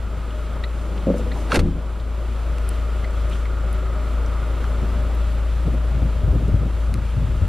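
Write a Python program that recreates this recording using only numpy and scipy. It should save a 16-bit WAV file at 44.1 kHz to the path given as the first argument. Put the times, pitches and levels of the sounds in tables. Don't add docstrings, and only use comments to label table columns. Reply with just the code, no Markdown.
import sys
import numpy as np
from scipy.fft import rfft, irfft, next_fast_len
from scipy.io import wavfile
from scipy.ndimage import uniform_filter1d, minimum_filter1d, map_coordinates

SR = 44100
rng = np.random.default_rng(int(sys.argv[2]) if len(sys.argv) > 2 else 0)


def int16_out(signal):
    q = np.round(np.clip(np.atleast_2d(signal).T, -1, 1) * 32767)
    wavfile.write(sys.argv[1], SR, q.astype(np.int16))


N = 329868


def amp(db):
    return 10 ** (np.asarray(db) / 20)


def unit(x):
    return x / np.sqrt(np.mean(x ** 2) + 1e-20)


def along(points, hz):
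    point_hz, value = np.transpose(points)
    return np.interp(np.log(hz + 1), np.log(point_hz + 1), value)


def curves(rows):
    s, *columns = np.transpose(rows)
    return [np.interp(np.arange(N) / SR, s, column) for column in columns]


def wobble(rate):
    knots = rng.standard_normal(int(N * rate / SR) + 4)
    return map_coordinates(knots, [np.arange(N) * rate / SR])


def filtered(x, response):
    n = x.shape[-1]
    padded = next_fast_len(n + 8192)
    spectrum = rfft(x, padded) * response(np.fft.rfftfreq(padded, 1 / SR))
    return irfft(spectrum, padded)[..., :n]


# pitch_hz, side_minus_mid_db
STEREO_WIDTH = [(60, -41), (150, -11.5), (330, -16.5), (800, -14), (1700, -14), (2600, -29), (4200, -20),
                (6400, 1), (10000, -3.5)]


def noise(colour_db, size=N):
    def mid_side_gain(hz):
        mid_db = colour_db(hz)
        return amp([mid_db, mid_db + along(STEREO_WIDTH, hz)])

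    mid, side = filtered(rng.standard_normal((2, size)), mid_side_gain)
    return unit(np.array([mid + side, mid - side]))


def rush(spectrum, size=N):
    return noise(lambda hz: along(spectrum, hz), size=size)


def fade(t, t60, attack):
    return np.exp(-np.log(1000) * t / t60) * (1 - np.exp(-t / attack))


def swell(t, length, attack, release):
    return np.clip(t / attack, 0, 1) * np.exp(-np.maximum(t - length, 0) / release)


def arch(t, length):
    return np.sin(np.pi * np.clip(t / length, 0, 1))


def ring(modes, t, attack, scatter_db, detune=.01):
    out = 0
    for hz, db, t60 in modes:
        strength, bend = rng.standard_normal(2)
        tone = np.sin(2 * np.pi * hz * (1 + bend * detune) * t)
        out = out + amp(db + scatter_db * strength) * fade(t, t60, attack) * tone
    return out


def add(track, s, sound):
    part = track[:, round(s * SR):][:, :sound.shape[-1]]
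    part += sound[..., :part.shape[-1]]


# pitch_hz, level_db, t60_s
STEEL_MODES = [(1150, -1, .05), (1310, 0, .045), (1440, -1, .04), (1610, -5, .055), (2250, -12, .04),
               (2720, -8, .05), (3330, -13, .04), (3770, -11, .045), (4240, -10, .042), (4570, -15, .035),
               (5320, -20, .035), (5990, -17, .04), (8620, -24, .02)]
STEEL_SCATTER_DB = 5.5


def clack(brightness_db, t):
    out = 0
    for hz, db, t60 in STEEL_MODES:
        strength, cycle = rng.random(2)
        tilt_db = brightness_db * np.log2(hz / STEEL_MODES[1][0])
        mode_db = db + tilt_db + STEEL_SCATTER_DB * (strength - 1.0)
        out = out + amp(mode_db) * fade(t, t60, attack=.0001) * np.sin(2 * np.pi * (hz * t + cycle))
    return out


# start_s, steel_ring_db, brightness_db_per_octave, clank_db, crack_db, t60_s
LATCH_CONTACTS = [(1.5186, -10.5, -.5, -24, -27, .03), (1.5234, -13, -4, -23, -31, .03),
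                  (1.5292, -19, 0, -14, -24, .014), (1.5332, -34, 3, -21, -25, .08),
                  (1.5425, -22, 2.5, -18, -18, .07), (1.55, -30, 2, -13, -27, .035),
                  (1.5566, -25.5, 6, -20, -15, .05), (1.5622, -27, 2, -17.5, -27, .085),
                  (1.5918, -26, 3.5, -19, -21, .047)]
# pitch_hz, density_db_per_hz
CLANK_SPECTRUM = [(240, -22), (400, 3.5), (553, -9), (861, -2), (1180, -14), (1420, -3), (1870, -15.5),
                  (3250, -23), (3540, -20), (4600, -23), (5010, -34), (6140, -39), (7000, -40), (9100, -62),
                  (15400, -120)]
# pitch_hz, density_db_per_hz
CRACK_SPECTRUM = [(1060, -29), (1800, 0), (2680, 0), (3180, -4.5), (4410, -4.5), (5080, -10), (6100, -10.5),
                  (7850, -14.5), (8730, -10.5), (12200, -19.5), (14200, -42), (15000, -99)]
SQUEEZE_DB, SQUEEZE_HISS_DB = -25, -37
SQUEEZE_T60_S = .11
LATCH_WIDTH = .5
SNAP_T60_S, SNAP_DB, CHATTER_DB, CHATTER_PER_S = 0.0049, -26, 2.5, 900


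def latch():
    out, t = np.zeros((2, N)), np.arange(SR // 2) / SR
    air = amp(SQUEEZE_DB) * rush(CLANK_SPECTRUM, size=len(t))
    air = air + amp(SQUEEZE_HISS_DB) * rush(CRACK_SPECTRUM, size=len(t))
    squeeze = air * fade(t, SQUEEZE_T60_S, attack=0.0018)[::-1]
    add(out, LATCH_CONTACTS[0][0] - len(t) / SR, squeeze)
    for s, steel_db, brightness_db, clank_db, crack_db, t60 in LATCH_CONTACTS:
        steel = amp(steel_db) * clack(brightness_db, t)
        clank = amp(clank_db) * rush(CLANK_SPECTRUM, size=len(t))
        crack = amp(crack_db) * rush(CRACK_SPECTRUM, size=len(t))
        chatter = unit(amp(CHATTER_DB * wobble(CHATTER_PER_S)[:len(t)]))
        grit = (clank + crack) * chatter * fade(t, t60, attack=0.00041)
        snap = amp(SNAP_DB) * rush(CRACK_SPECTRUM, size=len(t)) * fade(t, SNAP_T60_S, attack=.0001)
        add(out, s, snap + steel + grit)
    mid = out.mean(0)
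    return mid + LATCH_WIDTH * (out - mid)


RATTLE_DB, RATTLE_LOSS_DB, RATTLE_GAP_S, RATTLE_SLOWING = -21.5, 5, .041, 1.3


def rattle(s, count):
    k = np.arange(count)
    times = s + np.cumsum(RATTLE_GAP_S * RATTLE_SLOWING ** k)
    return list(zip(times, RATTLE_DB - RATTLE_LOSS_DB * k))


# start_s, shell_level_db, pillar_level_db
CHECK_BUMPS = [(1.0684, -10.5, -19.5), (1.0795, -16.5, -16.5), (1.089, -12.5, -20), (1.1, -9.5, -16.5)]
# pitch_hz, level_db, t60_s
PILLAR_MODES = [(178, -1, .18), (262, -1.5, .1), (555, 2, .07)]
# pitch_hz, level_db, t60_s
DOOR_MODES = [(142, -8.5, 0.24), (178, -8, 0.31), (227, -8, 0.46), (263, 1, 0.069), (307, -11.5, 0.47),
              (404, -9.5, 0.14), (494, -2.5, 0.12), (530, -10, 0.17), (562, -4, 0.091), (624, -40, .11)]
# start_s, shell_level_db
SLAM_BLOWS = [(1.529, -14), (1.549, -15.5), (1.573, -21), (1.592, -18)]
# pitch_hz, density_db_per_hz
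SHUDDER_SPECTRUM = [(50, -23), (100, -2), (170, 3.5), (260, 2), (340, 0.5), (420, -4.5), (600, -13),
                    (1000, -17), (2500, -60)]
# pitch_hz, density_db_per_hz
HISS_SPECTRUM = [(700, -56), (1600, 1), (2400, 0.5), (3300, -1.5), (4200, -6.5), (5200, -11), (6800, -14.5),
                 (7400, -13), (8000, -15), (10000, -16.5), (11500, -20), (14000, -23), (15500, -80)]
HELD_T60_S = .17
SWING_S, SWING_LENGTH_S, SWING_RISE_S, SWING_RUMBLE_DB, SWING_SWISH_DB = 0.65, 0.84, 0.32, -37.5, -54


def shell():
    out, t = np.zeros((2, N)), np.arange(SR // 2) / SR
    for s, db, pillar_db in CHECK_BUMPS:
        add(out, s, amp(pillar_db) * ring(PILLAR_MODES, t, attack=0.0025, scatter_db=1))
        bump = ring(DOOR_MODES, t, attack=0.0025, scatter_db=3.5)
        add(out, s, amp(db) * bump * fade(t, HELD_T60_S, attack=.0012))
    for s, db in rattle(CHECK_BUMPS[-1][0], count=4) + list(SLAM_BLOWS):
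        add(out, s, amp(db) * ring(DOOR_MODES, t, attack=0.0015, scatter_db=3.5))
    swing = amp(SWING_RUMBLE_DB) * rush(SHUDDER_SPECTRUM) + amp(SWING_SWISH_DB) * rush(HISS_SPECTRUM)
    return out + swing * swell(np.arange(N) / SR - SWING_S, SWING_LENGTH_S, SWING_RISE_S, release=0.033)


# pitch_hz, level_db, t60_s
CABIN_MODES = [(30, 0, .8), (64, -2.5, .38), (83, -.5, .5), (110, -9, .4), (157, -5.5, .45),
               (194.3, -7.5, .48)]
# start_s, level_db
SEAL_REBOUNDS = [(1.56, -19), (1.645, -17), (1.676, -23), (1.752, -26)]
# pitch_hz, level_db, t60_s
PANEL_MODES = [(162, 0, .22), (232, -6.5, .18), (277, -3.5, .2), (341, -6, .2), (500, -15, .14)]
BOOM_S, BOOM_DB, BOOM_HOLD_S = 1.58, -11, .17
SHUDDER_S, SHUDDER_T60_S, SHUDDER_DB = 1.531, .62, -18.5


def body():
    out, t = np.zeros((2, N)), np.arange(SR // 2) / SR
    boom = ring(CABIN_MODES, t, attack=0.0022, scatter_db=2.2)
    add(out, BOOM_S, amp(BOOM_DB) * boom * swell(t, BOOM_HOLD_S, attack=.001, release=.04))
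    shudder = rush(SHUDDER_SPECTRUM, size=len(t)) * fade(t, SHUDDER_T60_S, attack=0.0078)
    add(out, SHUDDER_S, amp(SHUDDER_DB) * shudder)
    for s, db in SEAL_REBOUNDS:
        add(out, s, amp(db) * ring(PANEL_MODES, t, attack=0.0039, scatter_db=2.5))
    return out


# centre_hz, width_hz, level_relative_to_whirr_db
SINGING_BANDS = [(177.5, 10.5, -8), (376.8, 6, -10), (610.7, 10.5, -5.5), (1279, 79, -6),
                 (7430, 110, -28.5)]


def singing():
    out = 0
    for centre, width, db in SINGING_BANDS:
        out = out + amp(db) * noise(lambda hz: -10 * np.log10(1 + (2 * (hz - centre) / width) ** 4))
    return out


# time_s, level_db
EXHAUST_LEVEL = [(0, -25), (1.8, -22.5), (3.2, -21), (6.3, -19), (6.7, -20), (7.48, -22)]
# multiple_of_firing_rate, level_db
EXHAUST_ORDERS = [(1, -14.5), (2, 2.5), (3, -18.5), (4, -22.5), (5, -31)]
# pitch_hz, density_db_per_hz
PIPE_SPECTRUM = [(400, -35), (540, -4), (620, 5), (690, -12), (850, -45)]
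# time_s, block_db, belt_whirr_db, hiss_db
BAY_LEVELS = [(0, -38, -43.5, -50), (1.4, -35.5, -46, -47), (2.1, -36, -45, -48.5),
              (2.55, -35.5, -44, -46.5), (3.7, -37.5, -39.5, -48), (4.7, -34, -40.5, -45.5),
              (5.4, -36, -44, -47), (6.25, -36.5, -47, -48), (7.48, -38, -47, -47.5)]
# pitch_hz, density_db_per_hz
BLOCK_SPECTRUM = [(20, 6), (70, 2), (120, -1), (185, 1), (240, 0), (330, -1.5), (380, -2), (450, -3.5),
                  (600, 0), (700, -8), (950, -7), (1500, -12), (2500, -46)]
# pitch_hz, density_db_per_hz
WHIRR_SPECTRUM = [(600, -0.5), (1000, -20), (1170, 3), (1280, -5), (1420, 3.5), (1550, -11), (2100, -12),
                  (4000, -56)]
IDLE_HZ = 56.03
PIPE_S, PIPE_LENGTH_S, PIPE_DB, PIPE_SWELL_DB = 5.67, 0.91, -40.5, 16
HISS_FLICKER_DB, HISS_THROB_DB = .7, .3


def engine():
    exhaust_db, = curves(EXHAUST_LEVEL)
    block_db, whirr_db, hiss_db = curves(BAY_LEVELS)
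    firing_hz = IDLE_HZ / 2 * (1 + .012 * wobble(8.3))
    firing = 2 * np.pi * np.cumsum(firing_hz) / SR
    hum = sum(amp(db + 0.5 * wobble(14)) * np.sin(k * firing) for k, db in EXHAUST_ORDERS)
    throb = np.cos(firing + 0.49 * wobble(22))
    block = amp(block_db + 0.79 * wobble(9)) * unit(amp(0.47 * throb) * rush(BLOCK_SPECTRUM))
    whirr_gain = amp(whirr_db + 0.28 * wobble(8))
    whirr = whirr_gain * (unit(amp(2.6 * throb) * rush(WHIRR_SPECTRUM)) + singing())
    passing_db = PIPE_SWELL_DB * arch(np.arange(N) / SR - PIPE_S, PIPE_LENGTH_S)
    pipe = amp(exhaust_db + PIPE_DB + passing_db) * rush(PIPE_SPECTRUM)
    flicker_db = HISS_FLICKER_DB * wobble(11) + HISS_THROB_DB * throb
    hiss = amp(hiss_db + flicker_db) * rush(HISS_SPECTRUM)
    return amp(exhaust_db) * unit(hum) + pipe + block + whirr + hiss


# start_s, pitch_hz, tone_db, octave_above_db
CHIRP_NOTES = [(0.6365, 1850, -28, -31), (1.315, 1840, -33, -38), (3.042, 1880, -31, -47),
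               (3.329, 3050, -36, -65), (3.452, 1920, -35.5, -51)]
CHIRP_LENGTH_S, CHIRP_RISE, CHIRP_WAVER, CHIRP_RASP_PER_S = 0.005, 0.085, .07, 1200


def chirps():
    out, t = np.zeros((2, N)), np.arange(SR // 10) / SR
    for s, start_hz, *levels in CHIRP_NOTES:
        rise = CHIRP_RISE * np.minimum(t / CHIRP_LENGTH_S, 1)
        rasp = CHIRP_WAVER * wobble(CHIRP_RASP_PER_S)[:len(t)]
        phase = 2 * np.pi * np.cumsum(start_hz * (1 + rise + rasp)) / SR
        tone = sum(amp(db) * np.sin(k * phase) for k, db in enumerate(levels, 1))
        add(out, s, tone * swell(t, CHIRP_LENGTH_S, attack=0.003, release=0.0056))
    return out


# start_s, peak_db before the soft top, pitch_hz, t60_s, click_db
DRY_TICKS = [(2.584, -31, 2400, .005, -32), (2.691, -15, 11500, 0.0025, -28), (3.109, -42, 8200, .01, -42),
             (3.298, -38, 8300, .01, -37), (3.729, -34, 10300, .018, -34), (4.262, -37, 5400, .012, -42),
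             (4.642, -24, 1420, 0.01, -38), (5.15, -32, 13140, .0027, -45), (6.316, -38, 8000, .002, -35),
             (6.48, -41, 8500, .01, -40), (6.9412, -22, 2700, 0.002, -21)]
# start_s, peak_db before the soft top, pitch_hz, t60_s
SOFT_SCUFFS = [(.303, -34.5, 3000, .05), (.978, -33, 3000, 0.03), (1.356, -28, 830, 0.15),
               (1.997, -35, 3470, 0.071), (3.31, -35, 2940, 0.25)]
SCUFF_OCTAVES = 0.3
CLICK_HZ, CLICK_OCTAVES, CLICK_T60_S = 5200, 1.2, .004
OCTAVE_TICK_T60_S = 0.00031
CHIRP_CLICK_DB = -5
SOFT_TOP_HZ = 13400


def small_sounds():
    out, t, lead = np.zeros((2, N)), np.arange(SR // 4) / SR, SR // 100
    bursts = [(s, db + CHIRP_CLICK_DB, 2600, .6, .035) for s, _, db, _ in CHIRP_NOTES]
    bursts += [(s, db, hz, SCUFF_OCTAVES, t60) for s, db, hz, t60 in SOFT_SCUFFS]
    bursts += [(s, db, hz, np.sqrt(OCTAVE_TICK_T60_S / t60), t60) for s, db, hz, t60, _ in DRY_TICKS]
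    bursts += [(s, db, CLICK_HZ, CLICK_OCTAVES, CLICK_T60_S) for s, *_, db in DRY_TICKS]
    for s, db, centre_hz, octaves, t60 in bursts:
        burst = rng.standard_normal(len(t)) * fade(t, t60, attack=0.017 * t60)
        burst = np.pad(burst, (lead, 0))
        sound = filtered(burst, lambda hz: (1 + (np.log2((hz + 1) / centre_hz) / octaves) ** 4) ** -.5)
        add(out, s - lead / SR, amp(db) * sound / np.abs(sound).max())
    return filtered(out, lambda hz: 1 / (1 + (hz / SOFT_TOP_HZ) ** 8))


# start_s, length_s, level_db
CLOTH_BRUSHES = [(0.7, .26, -58), (1.15, 0.066, -50), (1.308, 0.18, -52), (3.268, 0.17, -53.5),
                 (6.72, .34, -60)]
# pitch_hz, density_db_per_hz
CLOTH_SPECTRUM = [(1500, -20), (3300, -2), (5500, 1), (9500, -3), (13000, -10), (15500, -40)]
RUSTLE_GRAIN_DB = 1


def rustles():
    out, t = np.zeros((2, N)), np.arange(SR // 2) / SR
    for s, length, db in CLOTH_BRUSHES:
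        grain = unit(amp(RUSTLE_GRAIN_DB * wobble(310)[:len(t)]))
        add(out, s, amp(db) * rush(CLOTH_SPECTRUM, size=len(t)) * grain * arch(t, length))
    return out


# pitch_hz, density_db_per_hz
BUFFET_SPECTRUM = [(15, -20), (35, -3), (60, 2.5), (85, 5), (150, -4.5), (250, -14.5), (400, -26.5),
                   (700, -34), (1500, -89)]


def buffet(pitch, size):
    return noise(lambda hz: along(BUFFET_SPECTRUM, hz / pitch), size=size)


# start_s, length_s, level_db, pitch_factor
WIND_GUSTS = [(4.813, 0.015, -28, 1.4), (4.909, 0.091, -33.5, 1.4), (5.652, 0.093, -26.5, 1.6),
              (5.908, 0.17, -28, 1.3), (6.128, 0.09, -28, 1.07), (6.22, 0.45, -24, 1.02),
              (6.88, 0.13, -26.5, 1.1), (7.137, 0.34, -24.5, 0.91)]
# start_s, push_db, pitch_hz, rough_edge_db
WIND_EDDIES = [(4.824, -18.5, 160, -31), (5.664, -26, 150, -31), (5.729, -25, 150, -28),
               (5.915, -24, 170, -40), (5.963, -17, 125, -38), (6.012, -17, 90, -29),
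               (6.045, -18, 140, -35), (6.235, -17, 101, -32), (6.272, -14, 130, -28),
               (6.283, -10, 58, -40), (6.325, -22, 200, -28), (6.345, -19, 150, -26),
               (6.405, -15, 105, -28), (6.476, -16.5, 160, -27), (6.535, -13.5, 98.6, -34),
               (6.615, -20, 130, -33), (6.65, -22, 150, -32), (7.165, -15.5, 110, -40),
               (7.215, -21, 130, -36), (7.415, -10, 71, -31)]
# pitch_hz, density_db_per_hz
CRUNCH_SPECTRUM = [(130, -10), (270, 0), (400, -10), (620, -11), (800, -26), (1600, -56)]
GUST_ATTACK_S, GUST_RELEASE_S, BREEZE_DB, LUMPS_DB = 0.0063, 0.033, -37.5, 1.8
EDDY_CYCLES, PUFF_DB, BUFFET_CENTRE_HZ, CRUNCH_S = 2.67, -6, 90, .02


def wind():
    out, t = amp(BREEZE_DB) * rush(BUFFET_SPECTRUM), np.arange(SR) / SR
    for s, length, db, pitch in WIND_GUSTS:
        gust = buffet(pitch, size=len(t)) * swell(t, length, GUST_ATTACK_S, GUST_RELEASE_S)
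        add(out, s, amp(db) * gust)
    out = out * unit(amp(LUMPS_DB * wobble(35)))
    t = t[:SR // 4]
    for s, db, hz, crunch_db in WIND_EDDIES:
        push = arch(t, EDDY_CYCLES / hz) * np.sin(2 * np.pi * (hz * t + rng.random()))
        puff = buffet(hz / BUFFET_CENTRE_HZ, size=len(t)) * fade(t, t60=0.12, attack=0.0064)
        crunch = rush(CRUNCH_SPECTRUM, size=len(t)) * swell(t, CRUNCH_S, attack=0.0071, release=0.0084)
        add(out, s, amp(db) * (push + amp(PUFF_DB) * puff) + amp(crunch_db) * crunch)
    return out


def scene():
    return engine() + wind() + shell() + latch() + body() + chirps() + rustles() + small_sounds()


def gain_control(x, threshold_db, depth_db, hold, release):
    sensed = filtered(x.mean(0), lambda hz: hz > 900)
    power = np.abs(uniform_filter1d(sensed ** 2, SR // 100))
    level_db = 10 * np.log10(power + 1e-12)
    cut_db = np.clip(level_db - threshold_db, 0, depth_db)
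    span = 2 * int(hold * SR / 2) + 1
    held = -minimum_filter1d(-cut_db, span, origin=span // 2)
    recovery = np.arange(N) / SR * depth_db / release
    return x * amp(recovery - np.maximum.accumulate(held + recovery))


# pitch_hz, left_minus_right_db
CAPSULE_COLOUR = [(60, 2.5), (92, 6), (140, -1), (230, -0.5), (330, -1.5), (520, 4), (770, -3.5),
                  (1170, -0.5), (1790, -1.5), (2700, 0.3), (10000, 0.5)]
DUCK_THRESHOLD_DB, DUCK_DEPTH_DB, DUCK_HOLD_S, DUCK_RELEASE_S = -18, 4.5, 0.32, 1
TOP_HZ = 15800


def record(dry):
    x = filtered(dry, lambda hz: amp(np.outer([.5, -.5], along(CAPSULE_COLOUR, hz))))
    x = gain_control(x, DUCK_THRESHOLD_DB, DUCK_DEPTH_DB, DUCK_HOLD_S, DUCK_RELEASE_S)
    x = x / (1 + np.abs(x / .62) ** 4) ** (1 / 4)
    return filtered(x, lambda hz: hz < TOP_HZ)


dry = scene()
out = record(dry)
int16_out(out)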